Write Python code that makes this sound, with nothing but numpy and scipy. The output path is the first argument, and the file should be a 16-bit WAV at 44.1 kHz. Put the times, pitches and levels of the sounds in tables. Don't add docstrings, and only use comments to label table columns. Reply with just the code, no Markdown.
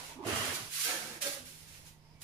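import sys
import numpy as np
from scipy import signal
from scipy.fft import rfft, irfft
from scipy.io import wavfile
from scipy.ndimage import uniform_filter1d

SR = 44100
rng = np.random.default_rng(int(sys.argv[2]) if len(sys.argv) > 2 else 0)


def persist_wave(psi):
    counts = np.round(np.clip(psi, -1, 1) * 32767).astype(np.int16)
    wavfile.write(sys.argv[1], SR, np.atleast_2d(counts).T)


def attenuation_scalar(level_db):
    decades = np.asarray(level_db, float) / 20
    return 10 ** decades


N = 98343
T = np.arange(N) / SR


def level(x, db):
    return x * attenuation_scalar(db) / np.sqrt(np.mean(x ** 2))


def band(x, hz, width_hz):
    return signal.lfilter(*signal.iirpeak(hz, hz / width_hz, SR), x)


def lowpass(x, hz):
    return signal.sosfiltfilt(signal.butter(2, hz, fs=SR, output="sos"), x)


def colour(x, points):
    f = np.fft.rfftfreq(x.shape[-1], 1 / SR)
    hz, db = np.array(points, float).T
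    gain = attenuation_scalar(np.interp(np.log(f + 1), np.log(hz), db))
    return irfft(rfft(x) * gain, x.shape[-1])


def walk(rate):
    k = int(SR / rate)
    held = np.repeat(rng.standard_normal(N // k + 1), k)
    return 1.3 * uniform_filter1d(uniform_filter1d(held, k), k)[:N]


def ports(x):
    low = lowpass(x, 680)
    same, apart = 0.9 * low[0], 0.36 * low[1]
    return x - low + same + apart * np.array([[1], [-1]])


# (frequency [Hz], level per Hz [dB])
AIR_COLOUR = [(25, -6.5), (110, -5), (260, -16), (940, -16), (1300, -27), (2300, -25), (3700, -29),
              (6500, -33.5), (9000, -34.5), (15400, -42)]


def outdoor_air():
    noise = rng.standard_normal((2, N))
    return level(ports(colour(noise, AIR_COLOUR)), -59.5) * attenuation_scalar(walk(7.7))


def traffic_rumble():
    noise = ports(rng.standard_normal((2, N)))
    return level(band(band(noise, 71, 100), 71, 100), -65)


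def motor_hum():
    hum_hz, width_hz = 153.6, 130
    noise = rng.standard_normal(N)
    hum = level(band(band(noise, hum_hz, width_hz), hum_hz, width_hz), -76)
    pitch_hz = hum_hz + 1.6 * walk(10.1)
    strength = attenuation_scalar(-58.5 + 1.5 * walk(9.13))
    return hum + strength * np.sin(2 * np.pi * np.cumsum(pitch_hz) / SR)


def drone():
    return level(band(rng.standard_normal(N), 900, 51), -78.5) * attenuation_scalar(3.5 * walk(12.8))


# (time [s], length [s], start pitch [Hz], end pitch [Hz], level [dB])
BIRD_NOTES = [
    (1.92, 0.049, 1970, 1970, -69),
    (2.045, .025, 2000, 2250, -68),
    (2.087, 0.042, 866, 1000, -63),
    (2.123, 0.099, 2300, 2250, -67.5),
]


def birds():
    out = np.zeros(N)
    for s, length, from_hz, to_hz, db in BIRD_NOTES:
        u = np.clip((T - s) / length, 0, 1)
        pitch_hz = from_hz + (to_hz - from_hz) * u
        out += attenuation_scalar(db) * np.sin(np.pi * u) * np.sin(2 * np.pi * np.cumsum(pitch_hz) / SR)
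    return out


def insects():
    hz, width_hz = 5050, 940
    from_s, rise_s, until_s, fall_s = 1.95, 0.096, 2.23, 0.1
    swell = np.clip(np.minimum((T - from_s) / rise_s, (until_s - T) / fall_s), 0.1, 1)
    noise = rng.standard_normal((2, N))
    return level(band(band(noise, hz, width_hz), hz, width_hz), -70.5) * swell


def outdoors():
    return outdoor_air() + traffic_rumble() + motor_hum() + drone() + birds() + insects()


def hall(x):
    t60_s, delay_s, shift_s = 0.18, 0.0025, 0.03
    t, hop = np.arange(int(0.4 * SR)) / SR, int(shift_s * SR)
    fade = attenuation_scalar(-60 * t / t60_s) * np.clip(t / delay_s, 0, 1)
    fade = fade / np.sqrt(np.sum(fade ** 2))
    window = np.sqrt(np.hanning(2 * hop))
    out, padded = np.zeros((2, N + SR)), np.pad(x, (hop, 2 * hop))
    for a in range(0, N + hop, hop):
        echo = ports(rng.standard_normal((2, len(t)))) * fade
        moment = padded[a:a + 2 * hop] * window
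        part = signal.fftconvolve(moment[None], echo, axes=1)
        out[:, a:a + part.shape[1]] += part
    return out[:, hop:hop + N]


# (time [s], pitch [Hz], level
# [dB], fade [cycles per 60 dB])
BUMPS = [(0.152, 267, -54.5, 33), (.172, 280, -49, 15), (0.188, 356, -43.5, 12), (.198, 364, -41, 36),
         (0.223, 387, -53, 30), (0.226, 280, -42.5, 13), (0.251, 231.5, -42, 34), (.25, 665, -40.5, 31),
         (.265, 780, -40.5, 25), (.285, 680, -35, 20), (.32, 595, -42, 32), (.262, 315, -32.5, 7.1),
         (0.247, 107.4, -42.5, 20), (.272, 348, -33, 15), (.292, 432, -34.5, 29), (0.309, 86, -39.5, 18),
         (0.324, 236, -37.5, 16.5), (0.351, 109, -40, 17), (.375, 230, -41, 9.9), (0.396, 109, -39.5, 6.7),
         (0.476, 95, -44, 17), (.61, 105.5, -50.5, 16), (.47, 252, -51, 42), (.56, 319.5, -54.5, 72),
         (0.661, 293, -59.5, 33), (.895, 505, -53, 95), (.882, 720, -49, 53), (.85, 1588, -42.5, 150),
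         (0.882, 1340, -46, 220), (0.901, 1740, -42.5, 390), (0.976, 1680, -56, 120),
         (1.041, 1532, -52, 120), (1.091, 1590, -60, 90), (.86, 280, -57, 52), (0.931, 225, -59, 130),
         (1.07, 330, -53, 23), (1.1, 230, -54.5, 19), (1.159, 330, -49.5, 28), (1.214, 575, -48, 70),
         (1.226, 562, -41, 145), (.3, 303, -43, 42), (1.305, 600, -49, 40), (1.358, 560, -52.5, 63),
         (1.242, 1610, -45, 126), (1.265, 2174, -51, 110), (1.371, 252, -58.5, 120), (1.47, 556, -65, 93),
         (1.49, 351, -66, 41), (.5, 1820, -44, 120), (.56, 1487, -45.5, 91), (0.781, 1137, -52.5, 120),
         (1.031, 230, -54.5, 27)]


def knocks():
    rise_share = 0.12
    out = np.zeros(N)
    for s, hz, db, cycles in BUMPS:
        a = int(s * SR)
        b = a + int(1.5 * cycles / hz * SR)
        turns = np.maximum(T[a:b] - s, 0) * hz
        rise = np.sin(np.pi / 2 * np.minimum(turns / (rise_share * cycles), 1)) ** 2
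        out[a:a + len(turns)] += attenuation_scalar(db - 60 * turns / cycles) * rise * np.sin(2 * np.pi * turns)
    return out * attenuation_scalar(10.5)


def clicks(rate, spread_db):
    chance, sign, size = rng.random((3, N))
    slips = (chance < rate / SR) * np.sign(sign - 0.5)
    return level(slips * attenuation_scalar(-spread_db * np.log(size + 1e-4)), 0)


# (frequency [Hz], width [Hz], level [dB])
RAFTER_MODES = [(253, 55, -6), (485, 210, -3), (665, 76, 3.5), (906, 93, 2.5), (1160, 150, -3),
                (1760, 1400, -8.5)]
HANDLE_MODES = [(600, 200, -6.5), (880, 230, 5), (1240, 120, -3)]
BEAM_MODES = [(225, 160, -7), (444, 156, -3.5), (616, 190, -2), (1033, 350, -2.5), (1182, 242, 0),
              (2080, 1000, -9), (2895, 140, -5), (3200, 90, -9.5), (2220, 94, -7)]
WALL_TOP_MODES = [(230, 69, -12), (330, 38, 0), (505, 67, 4), (720, 73, 3.5), (887, 130, -1),
                  (1340, 140, -2.5), (1614, 90, -0.5), (1792, 87, -2), (2250, 210, -3.5), (2800, 150, -8.5)]
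PILLAR_MODES = [(280, 90, -12.5), (446, 27, -5.5), (562, 59, -5), (810, 49, -7.5), (1200, 190, -15.5),
                (1652, 10.5, -3)]
TILE_MODES = [(1810, 530, -3), (2593, 700, -2.5), (3450, 760, -6)]
# (time [s], bristle level [dB], pressure [dB])
FIRST_TOUCH = [(0, -44.5, -8), (.012, -52.5, 2), (.072, -50.5, -7), (.1, -51.5, -4.5), (.15, -62, 1),
               (.19, -72, -3)]
HANDLE_LEAN = [(.16, -83, 26), (.184, -90, 27), (.196, -80, 28), (.21, -78.5, 23.6), (.24, -79, 32.2)]
BEAM_STROKE = [(.232, -67.5, 8.5), (.268, -42.5, -0.5), (.324, -39, -0.5), (.345, -43.5, 1.5),
               (.36, -39, -1), (.514, -41, -3), (.554, -36, -14), (.575, -44, -4.5), (.69, -51, -11)]
TOP_STROKE = [(.69, -52, -17), (.734, -41.5, -29), (.78, -39, -26), (.83, -36.5, -36), (.845, -32, -23),
              (.87, -36, -10.5), (.91, -37, -5), (.96, -42, -6.5), (1.166, -51, -4), (1.2, -62, -2)]
PILLAR_SLAP = [(1.205, -54, -1), (1.222, -30.5, -30), (1.24, -40.5, -6.5), (1.27, -37, -11),
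               (1.3, -43.5, -12.5), (1.335, -43, -14.5), (1.352, -48, -11), (1.45, -59.5, -4)]
TILE_DRAG = [(1.45, -54.5, -27), (1.468, -52.5, -36), (1.55, -57.5, -33), (1.665, -59.5, -14),
             (1.685, -55, -19), (1.76, -57.5, -10), (1.845, -63.5, -26), (1.87, -57.5, -25),
             (1.98, -79, -23)]
LAST_TOUCH = [
    (2.19, -88, -25),
    (2.2, -70, -27),
    (2.214, -57.5, -37),
    (2.219, -48, -50),
    (2.23, -54, -37),
]
# (frequency [Hz], level per Hz [dB])
STRAW_COLOUR = [(180, -57), (300, -54), (950, -11.5), (1140, -10), (1460, -4.5), (2200, -2), (5620, -1),
                (9680, -2.5), (12500, -7.5), (15400, -12)]


def ring(x, modes):
    return sum((-1) ** k * attenuation_scalar(db) * band(x, hz, width) for k, (hz, width, db) in enumerate(modes))


def broom():
    straw = ports(np.array([level(colour(clicks(16000, 1.5), STRAW_COLOUR), 0) for _ in range(2)]))
    catches = ports(np.array([clicks(1500, 2.5) for _ in range(2)]))
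    strokes = ((FIRST_TOUCH, RAFTER_MODES), (HANDLE_LEAN, HANDLE_MODES), (BEAM_STROKE, BEAM_MODES),
               (TOP_STROKE, WALL_TOP_MODES), (PILLAR_SLAP, PILLAR_MODES), (TILE_DRAG, TILE_MODES),
               (LAST_TOUCH, TILE_MODES))
    swish, crisp, body = 1e-6, 1e-6, 0
    for rows, modes in strokes:
        s, db, press_db = np.array(rows, float).T
        pressure_db = np.interp(T, s, press_db)
        stroke = attenuation_scalar(np.interp(T, s, db)) * ((T >= s[0]) & (T <= s[-1]))
        swish = swish + stroke
        crisp = crisp + stroke * attenuation_scalar(-0.16 * (pressure_db + 8.5))
        shaken = ring(catches * stroke * attenuation_scalar(pressure_db), modes)
        body = body + attenuation_scalar(3.5) / np.std(ring(catches, modes)) * shaken
    dull = lowpass(straw, 9100)
    light = (swish / attenuation_scalar(-55)) ** 0.05
    straw = dull + (straw - dull) * light * crisp / swish
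    flutter = attenuation_scalar(1.2 * walk(40.2))
    return swish * straw * flutter, body


def scene():
    swish, body = broom()
    bumps = knocks()
    soft = signal.sosfilt(signal.butter(1, 6940, fs=SR, output="sos"), swish[0])
    soft = soft + attenuation_scalar(-1) * (swish[0] - soft)
    echoes = hall(attenuation_scalar(-3.5) * bumps + attenuation_scalar(1) * soft + attenuation_scalar(-2) * body[0])
    both = (swish + body + bumps + echoes) * attenuation_scalar(1.66) + outdoors()
    lag_s = 0.000109
    left = np.interp(np.arange(N) - lag_s * SR, np.arange(N), both[0])
    return np.array([left, both[1]])


def low_pass(x):
    return signal.sosfilt(signal.butter(12, 15500, fs=SR, output="sos"), x)


# (frequency [Hz], level [dB])
LEFT_COLOUR = [(60, -4.5), (140, -5.5), (300, -6.5), (600, -9), (1280, -3.5), (4370, -3), (8070, -7),
               (14900, 0)]


def record(dry):
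    x = np.array([colour(dry[0], LEFT_COLOUR) * attenuation_scalar(-0.5), dry[1]])
    port_ring = (attenuation_scalar(2.5) - 1) * band(x, 9610, 860)
    notch = (attenuation_scalar(-5) - 1) * band(x, 8540, 580)
    x = x + port_ring + notch
    low = lowpass(x, 115)
    power = uniform_filter1d(np.mean((x - low) ** 2, axis=0), int(0.05 * SR))
    over_db = np.maximum(10 * np.log10(np.abs(power) + 1e-12) + 46, 0)
    x = x - low + low * attenuation_scalar(-0.6 * over_db)
    x = signal.sosfilt(signal.ellip(14, 0.2, 90, 15110, fs=SR, output="sos"), x)
    return low_pass(x)


dry = scene()
out = record(dry)
persist_wave(out)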